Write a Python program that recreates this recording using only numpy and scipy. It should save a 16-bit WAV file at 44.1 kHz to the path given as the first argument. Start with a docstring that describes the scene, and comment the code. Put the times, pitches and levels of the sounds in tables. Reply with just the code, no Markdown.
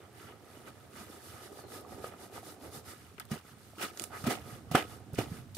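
"""Bare hands knead a plush toy soaked in thick soap foam, close to the microphone on a wet floor.
Each stroke sets random bubbles of four sizes ringing, from sloshing pockets in the stuffing to fizzing lather.
Smacks and hard squeezes drive out gushes of foam, decaying sine tones are trapped air plopping free,
and cracks with brief pings are soap films snapping. Air whistles and slurps out as noise on a gliding pitch.
Faint room air lies beneath; the foam also scatters off floor and arms and leaves a short tail from hard walls."""
import sys
import numpy as np
from scipy import signal
from scipy.fft import rfft, irfft
from scipy.io import wavfile

SR = 44100
rng = np.random.default_rng(int(sys.argv[2]) if len(sys.argv) > 2 else 0)


def master(y):
    """Save y as 16-bit WAV."""
    cut = np.clip(np.atleast_2d(y).T, -1, 1)
    pcm = np.round(cut * 32767)  # scale
    wavfile.write(sys.argv[1], SR, pcm.astype(np.int16))


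N = 245637
TIME = np.arange(N) / SR  # s

# Levels in the tables are those of the sources, ahead of mix, room and microphone. Hand strokes through the
# lather, and at 4.02 s a fizzing swell that trails the film snaps; water and fizz are relative to the squelch:
# crest_s, length_s, squelch_db, water_db, fizz_db
STROKES = [ (0.01, 0.15, -64.5, 6.5, -10), (0.22, 0.15, -58.5, -1, -4), (0.289, 0.11, -57, 1.5, -13),
           (0.55, 0.23, -62, -1, -3.5), (0.682, 0.052, -54.5, 3, -6), (0.80, 0.24, -68, -0.5, -2.5),
           (0.998, 0.13, -54, -1.5, -2.5), (1.132, 0.15, -59, 1.5, -1), (1.272, .14, -59.5, -5.5, 2),
           (1.361, 0.14, -57.5, -0.5, -3), (1.447, 0.091, -57.5, 2, 0.5), (1.531, 0.062, -65.5, 11.5, 2),
           (1.588, 0.088, -60, 4, 1.5), (1.65, 0.046, -65.5, 12, -15), (1.753, 0.12, -55.5, 2.5, 1.5),
           (1.927, 0.1, -59.5, 7, -0.5), (1.991, 0.072, -63, 12.5, -3), (2.057, 0.089, -53.5, 2, -2.5),
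           (2.131, 0.065, -59.5, 5.5, -11), (2.228, 0.094, -58.5, 6.5, 1), (2.363, .08, -52.5, -1, -3),
           (2.484, 0.11, -58.5, 5, 3.5), (2.654, 0.1, -60, 12, 1), (2.758, 0.083, -57, 7.5, 4.5),
           (2.898, 0.09, -54, -2, 0), (3.01, 0.24, -64, -3, -2), (3.49, 0.11, -63, -8, -1.5),
           (3.662, 0.24, -72, -2, 5), (3.95, 0.057, -64.5, 2, -2), (4.019, 0.11, -56.5, 0, 3.5),
           (4.195, 0.14, -57.5, -1, 2.5), (4.41, 0.065, -62, 1.5, -4), (4.512, 0.16, -56.5, 3.5, -2),
           (4.919, 0.13, -58, 2.5, -1), (5.348, .14, -57, 1.5, -2)]
STROKE_RISE_SHARE = 0.5  # part of a stroke's length spent swelling
STROKE_SLOSH_DB = -5  # deep sloshing of a stroke, against its gurgle
# Water seeping through the stuffing: time_s, slosh_db, gurgle_db
SEEPING_WATER = [(0.0, -63.5, -63.5), (0.49, -61, -57), (0.9, -61.5, -59.5), (1.27, -62, -57),
                 (1.91, -62.5, -51), (2.19, -60.5, -55.5), (2.62, -63, -55.5), (2.99, -60.5, -64),
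                 (3.72, -60.5, -65.5), (3.97, -61.5, -57), (4.24, -55, -53.5), (4.47, -53, -59.5),
                 (5.01, -55.5, -57.5), (5.2, -48, -60.5), (5.37, -50, -63.5), (5.57, -54.5, -66.5)]
WATER_SLOSH_DB, WATER_GURGLE_DB = 1, -2  # added to the two levels above
LATHER_SQUELCH_DB, LATHER_FIZZ_DB = -75, -77  # the lather crackles on between strokes

# Pitch ranges of the four bubble sizes: low_hz, high_hz
SLOSH, GURGLE, SQUELCH, FIZZ = (70, 250), (250, 900), (900, 3500), (3500, 15500)
SIZE_SPREAD_DB = 3  # scatter of the bubbles' strength
# Spread of kneading sound over bubble pitch: pitch_hz, density_db (per Hz)
KNEAD_COLOUR = [(35, -41), (60, -15), (96, 10.5), (179, -16.5), (220, -0.5), (413, 1.5), (559, -13.5),
                (721, -3.5), (953, -22.5), (1550, -20), (2150, -26), (7200, -35.5), (8670, -36.5),
                (12000, -31), (15500, -64)]
# Spread of gushing sound over bubble pitch: pitch_hz, density_db (per Hz)
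GUSH_COLOUR = [(120, -30), (200, -0.5), (399, -8), (653, -19.5), (742, 4.5), (827, -50), (992, -1),
               (1150, -16), (1380, -6.5), (1950, -12), (2560, -10), (5490, -28.5), (6590, -31.5),
               (12000, -27.5), (15500, -38)]

# Still air of the room: frequency_hz, density_db (per Hz)
AIR_COLOUR = [(18, -49), (30, -47), (97, 2.5), (177, 2.5), (332, -1), (575, -5.5), (1470, -7.5),
              (2020, -11.5), (5040, -18), (11900, -25), (15500, -28)]
AIR_DB = -62  # ahead of the microphone

# Larger air pockets breaking out of the stuffing: start_s, peak_db, pitch_hz, t60_s
PLOPS = [ (0.571, -39, 283, 0.043), (0.616, -38, 700, 0.0074), (1.008, -37, 204, 0.048),
         (1.849, -40.5, 1050, 0.025), (2.042, -20.5, 446, 0.011), (2.379, -27.5, 825, 0.007),
         (2.430, -38.5, 686, 0.02), (2.774, -35, 142, 0.041), (3.314, -27, 142, 0.11),
         (3.315, -24, 206, 0.092), (3.327, -32.5, 306, 0.039), (3.734, -46, 600, 0.029),
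         (3.780, -38, 310, 0.068), (4.012, -29.5, 293, 0.02), (4.239, -23, 138, 0.041),
         (4.268, -18.5, 236, 0.095), (4.274, -21.5, 126, 0.062), (4.282, -21.5, 330, 0.037),
         (4.525, -32, 131, 0.047), (4.712, -25, 148, 0.076), (4.746, -17, 133, .046),
         (4.748, -7.5, 305, 0.02), (4.751, -14.5, 724, 0.033), (4.751, -9, 1130, 0.0091),
         (4.754, -12.5, 1440, 0.011), (5.131, -27, 142, 0.058), (5.182, -19, 112, 0.077),
         (5.188, -12, 265, 0.02), (5.188, -17.5, 400, 0.017), (5.315, -26.5, 156, 0.071)]
# Air whistling through a pinhole in the lather: time_s, pitch_hz, level_db
WHISTLE = [(1.53, 4700, -78), (1.575, 4610, -66), (1.61, 4450, -70), (1.67, 4120, -69), (1.71, 3980, -73)]
# Air slurping through a narrowing gap under the palm: time_s, pitch_hz, level_db
SLURP = [(4.1, 650, -58), (4.134, 1214, -48), (4.17, 1417, -48.5), (4.2, 1600, -67)]
# Single soap films snapping: start_s, peak_db, pitch_hz, left_minus_right_db
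SNAPS = [ (2.044, -32, 1330, -1), (3.1987, -26.5, 11700, 19.5), (3.199, -37, 5000, 10),
         (3.253, -33, 12100, -1), (3.829, -34, 4200, 10), (3.852, -29, 3980, 7), (3.9743, -27.5, 6950, -8),
         (3.997, -22, 8100, -17), (4.0202, -26.5, 8870, -18), (4.0397, -22.5, 9100, -16),
         (4.040, -28.5, 3540, -6), (4.0434, -26, 11000, -2), (4.3064, -33, 1790, -5),
         (4.754, -20, 8340, -17), (4.7555, -19, 3000, 5), (4.777, -24, 2500, -3), (4.788, -24, 3000, 0),
         (4.8, -28, 2700, -3), (4.809, -29, 2800, -4), (4.824, -29, 2400, 2)]

# Palm or finger smacking the foam; water and fizz are relative to the squelch:
# crest_s, squelch_db, water_db, fizz_db, fall_s
SMACKS = [ (3.181, -49.5, -6.5, -13, .01), (3.199, -46, -10, -8.5, 0.015), (4.2406, -44, 2, -5.5, 0.026),
          (4.713, -46.5, 5, 1.5, 0.023), (5.133, -59.5, 8, 2.5, 0.032), (5.147, -52.5, -8, 0, .02),
          (5.548, -60.5, 4, 14, 0.012)]
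SMACK_RISE_S = 0.0011
# Hard squeezes; water and fizz are relative to the burst or outflow:
# give_way_s, burst_db, outflow_delay_s, outflow_db, water_db, fizz_db
SQUEEZES = [ (3.317, -42.5, 0.023, -49, 1, -0.5), (3.785, -53.5, 0.043, -36, -5.5, -3.5),
            (4.271, -36, .039, -36, 1, -3), (4.754, -25.5, .023, -33.5, -2, -8.5),
            (5.188, -36, .026, -44, 1.5, -3), (5.571, -45, 0.065, -57, 5, 3.5)]
BURST_RISE_S, BURST_FALL_S = 0.0057, 0.011
OUTFLOW_RISE_S, OUTFLOW_FALL_S = 0.021, 0.031
BURST_WATER_DB, BURST_FIZZ_DB = 0, -0.5  # colour of the burst, against the outflow

# Resonances of the space between hands, toy and floor: pitch_hz, width_hz, lift_db
HOLLOW = [(305, 6.8, 2), (400, 77, 2), (723, 69, 4), (1250, 56, 8.5), (1700, 72, 1.5)]
# Resonance of the microphone port: pitch_hz, width_hz, lift_db
PORT = [(8780, 690, 3.5)]
# Stereo width: frequency_hz, side_minus_mid_db
WIDTH = [(60, -16), (130, -7.5), (300, -12), (700, -6.5), (1400, -4), (3000, -1), (6000, -1), (14000, 0)]
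# Stereo balance: frequency_hz, left_minus_right_db
BALANCE = [(100, -4.5), (300, -3), (2500, -2), (5500, -3), (9500, -10.5), (12500, 9)]
CUTOFF_HZ = 15600


def from_db(db):
    """Decibels to gain."""
    return 10 ** (np.asarray(db) / 20)


def in_time(rows):
    """Each column of a curve at every sample."""
    s, *columns = np.transpose(rows)
    return [np.interp(TIME, s, column) for column in columns]


def at_hz(points, hz):
    """Read a table on a log-frequency axis."""
    f, value = np.transpose(points)
    return np.interp(np.log(hz), np.log(f), value)


def panned(db):
    """Left and right gain for a level difference."""
    return from_db(np.array([[db], [-db]]).reshape(2, -1) / 2)


def stereo(mid, side, hz):
    """Mid and side to left and right, with width and balance that depend on frequency."""
    spread = from_db(at_hz(WIDTH, hz)) * side * [[1], [-1]]
    return (mid + spread) * panned(at_hz(BALANCE, hz))


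def bubble_filter(hz, cycles):
    """A resonance that falls 60 dB in so many cycles, with softened skirts; unit energy."""
    w = 2 * np.pi * hz / SR
    r = np.exp(-np.log(1000) * hz / (cycles * SR))
    ring = [1, 0, -1, 1, -2 * r * np.cos(w), r * r]
    skirts = signal.butter(1, [hz / 2, min(hz * 2, 20000)], "band", fs=SR, output="sos")
    sos = np.vstack([ring, skirts])
    sos[0, :3] /= np.linalg.norm(signal.sosfilt(sos, signal.unit_impulse(8192)))
    return sos


def bubbles(level, band, colour, per_s, cycles, count):
    """Random bubbles ring at `count` pitches; more flow brings both more and stronger ones."""
    # per_s is the rate at a level of -55 dB
    chance = np.clip(per_s / SR * level / from_db(-55), 1e-6, 1)
    sizes = from_db(SIZE_SPREAD_DB * np.clip(rng.standard_normal(N), -2, 2))
    mean_power = np.mean(sizes ** 2)
    born = rng.random(N) < chance
    sizes *= level * born / np.sqrt(chance * mean_power)
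    mid = sizes * rng.choice([-1, 1], N)
    side = sizes * rng.standard_normal(N)

    edges = np.geomspace(*band, count + 1)
    pitches = np.sqrt(edges[1:] * edges[:-1])
    dealt = rng.integers(0, count, N)  # which pitch each bubble gets
    # density per Hz times a bandwidth that grows with pitch
    weights = from_db(at_hz(colour, pitches)) * np.sqrt(pitches)
    weights /= np.sqrt(np.mean(weights ** 2))

    out = np.zeros((2, N))
    for k, hz in enumerate(pitches):
        mine = weights[k] * (dealt == k)
        strikes = stereo(mid * mine, side * mine, hz) + 1e-18  # avoids denormal numbers
        out += signal.sosfilt(bubble_filter(hz, cycles), strikes)
    return out


def foam_power(flow, db, water_db, fizz_db):
    """Power of gurgle, squelch and fizz; wet foam gurgles, airy foam fizzes."""
    levels = from_db([db + water_db, db, db + fizz_db])
    return (levels[:, None] * flow) ** 2


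def kneading():
    """Slow strokes swell and fade, working water through the stuffing and crushing the lather on top."""
    power = np.zeros((3, N))
    for s, length, db, water_db, fizz_db in STROKES:
        reach = length * np.where(TIME < s, STROKE_RISE_SHARE, 1 - STROKE_RISE_SHARE)
        swell = np.exp(-np.minimum(((TIME - s) / reach) ** 2, 30))
        power += foam_power(swell, db, water_db, fizz_db)
    big, medium, small = np.sqrt(power)

    # strokes add in power to the steady water and lather
    slosh_db, gurgle_db = in_time(SEEPING_WATER)
    slosh = np.hypot(from_db(slosh_db + WATER_SLOSH_DB), from_db(STROKE_SLOSH_DB) * big)
    gurgle = np.hypot(from_db(gurgle_db + WATER_GURGLE_DB), big)
    squelch = np.hypot(from_db(LATHER_SQUELCH_DB), medium)
    fizz = np.hypot(from_db(LATHER_FIZZ_DB), small)
    return (bubbles(slosh, SLOSH, KNEAD_COLOUR, per_s=1200, cycles=9.5, count=8)
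            + from_db(-1.0) * bubbles(gurgle, GURGLE, KNEAD_COLOUR, per_s=1300, cycles=6.6, count=14)
            + from_db(-2.0) * bubbles(squelch, SQUELCH, KNEAD_COLOUR, per_s=4000, cycles=21.5, count=16)
            + from_db(-1.26) * bubbles(fizz, FIZZ, KNEAD_COLOUR, per_s=35000, cycles=15.0, count=14))


def resonate(x, peaks):
    """Each resonance lifts the sound around its pitch and rings on a little."""
    out = x
    for hz, width, db in peaks:
        b, a = signal.iirpeak(hz, hz / width, fs=SR)
        out = out + (from_db(db) - 1) * signal.lfilter(b, a, x)
    return out


def room(x, near_db=-8, near_t60=0.029, far_db=-16, far_t60=0.16, low_hz=600):
    """Quick scatter off the floor and arms, then a short tail from hard walls, as decaying noise."""
    t = TIME[:SR // 2]
    echo = 0
    for db, t60 in ((near_db, near_t60), (far_db, far_t60)):
        tail = rng.standard_normal((2, len(t))) * from_db(-60 * t / t60) * (t > 0.001)
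        echo = echo + from_db(db) * tail / np.linalg.norm(tail, axis=1, keepdims=True)
    echo = signal.sosfilt(signal.butter(1, low_hz, "high", fs=SR, output="sos"), echo)
    return x + signal.fftconvolve(x, echo, axes=1)[:, :N]


def air():
    """A faint steady rumble and hiss: noise shaped by frequency."""
    hz = np.maximum(np.fft.rfftfreq(N, 1 / SR), 1)
    mid, side = rfft(rng.standard_normal((2, N))) * from_db(at_hz(AIR_COLOUR, hz))
    noise = irfft(stereo(mid, side, hz), N)
    return from_db(AIR_DB) * noise / noise.std()


def plops(glide=0.16, opening_cycles=0.25):
    """An air pocket opens within a cycle and rings, its pitch rising as it empties."""
    out = np.zeros((2, N))
    for s, db, hz, t60 in PLOPS:
        start = int(s * SR)
        t = TIME[:min(int(2 * t60 * SR), N - start)]
        opening = 1 - np.exp(-t * hz / opening_cycles)
        swing = from_db(db - 60 * t / t60) * opening
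        ring = swing * np.sin(2 * np.pi * hz * t * (1 + glide * t / t60))
        out[:, start:start + len(t)] += ring * panned(at_hz(BALANCE, hz))
    return out


def escaping_air(rows, width_hz, steady):
    """Air rushing through a wet gap sounds the gap's moving resonance; a steady jet makes it a tone."""
    hz, db = in_time(rows)
    lowpass = signal.butter(2, width_hz, fs=SR, output="sos")
    waver = signal.sosfilt(lowpass, rng.standard_normal((2, N)))
    swing = (waver / waver.std() + steady) / np.hypot(1, steady)
    sounding = (TIME > rows[0][0]) & (TIME < rows[-1][0])
    tone = np.sqrt(2) * np.sin(2 * np.pi * np.cumsum(hz) / SR)
    mid, side = sounding * from_db(db) * swing * tone
    return stereo(mid, side, hz)


def snaps(cycles=10, crack=0.21, crack_cycles=7):
    """A film tears with a tiny crack and its bubble rings for a few cycles."""
    out, t = np.zeros((2, N)), TIME[:SR // 100]
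    for s, db, hz, pan_db in SNAPS:
        band = signal.butter(1, [hz / 5, hz * 1.2], "band", fs=SR, output="sos")
        rip = signal.sosfilt(band, rng.standard_normal((2, len(t))))
        tear = crack * rip / rip.std() * np.exp(-t * hz / crack_cycles)
        ping = np.sin(2 * np.pi * hz * t) * from_db(-60 * t * hz / cycles)
        sound = from_db(db) * (ping + tear) * panned(pan_db)
        # each ear hears it 0 to 3 samples late
        for ear, lag in enumerate(rng.integers(0, 4, size=2)):
            start = min(int(s * SR) + lag, N - len(t))
            out[ear, start:start + len(t)] += sound[ear]
    return out


def surge(s, rise, fall):
    """Flow that grows exponentially to a crest and dies away."""
    return np.exp(np.maximum(-np.maximum((s - TIME) / rise, (TIME - s) / fall), -30))


def gushes():
    """Hands smack the foam; squeezed foam gives way in a burst, then a slower outflow drains the pressure."""
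    power = np.zeros((3, N))
    for s, db, water_db, fizz_db, fall in SMACKS:
        power += foam_power(surge(s, SMACK_RISE_S, fall), db, water_db, fizz_db)
    for s, burst_db, delay, outflow_db, water_db, fizz_db in SQUEEZES:
        burst = surge(s, BURST_RISE_S, BURST_FALL_S)
        outflow = surge(s + delay, OUTFLOW_RISE_S, OUTFLOW_FALL_S)
        power += foam_power(burst, burst_db, water_db + BURST_WATER_DB, fizz_db + BURST_FIZZ_DB)
        power += foam_power(outflow, outflow_db, water_db, fizz_db)
    gurgle, squelch, fizz = np.sqrt(power)
    return (from_db(1.5) * bubbles(gurgle, GURGLE, GUSH_COLOUR, per_s=210, cycles=5.7, count=12)
            + from_db(-2.2) * bubbles(squelch, SQUELCH, GUSH_COLOUR, per_s=590, cycles=25, count=16)
            + from_db(-2.5) * bubbles(fizz, FIZZ, GUSH_COLOUR, per_s=4500, cycles=3.5, count=12))


def scene():
    """The toy and its foam on the floor, with the room around them."""
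    whistle = escaping_air(WHISTLE, width_hz=69, steady=2.2)
    slurp = escaping_air(SLURP, width_hz=740, steady=0)
    foam = kneading() + from_db(-1.57) * plops() + whistle + from_db(-0.4) * snaps() + gushes() + slurp
    return room(resonate(foam, HOLLOW)) + air()


def record(dry):
    """The microphone thins the deep bass and its port adds sheen; the top is cut."""
    bass_cut = signal.butter(3, 52, "high", fs=SR, output="sos")
    thinned = signal.sosfilt(bass_cut, resonate(dry, PORT))
    top_cut = signal.ellip(10, 0.2, 80, CUTOFF_HZ, fs=SR, output="sos")
    return signal.sosfilt(top_cut, thinned)


dry = scene()
out = record(dry)
master(out)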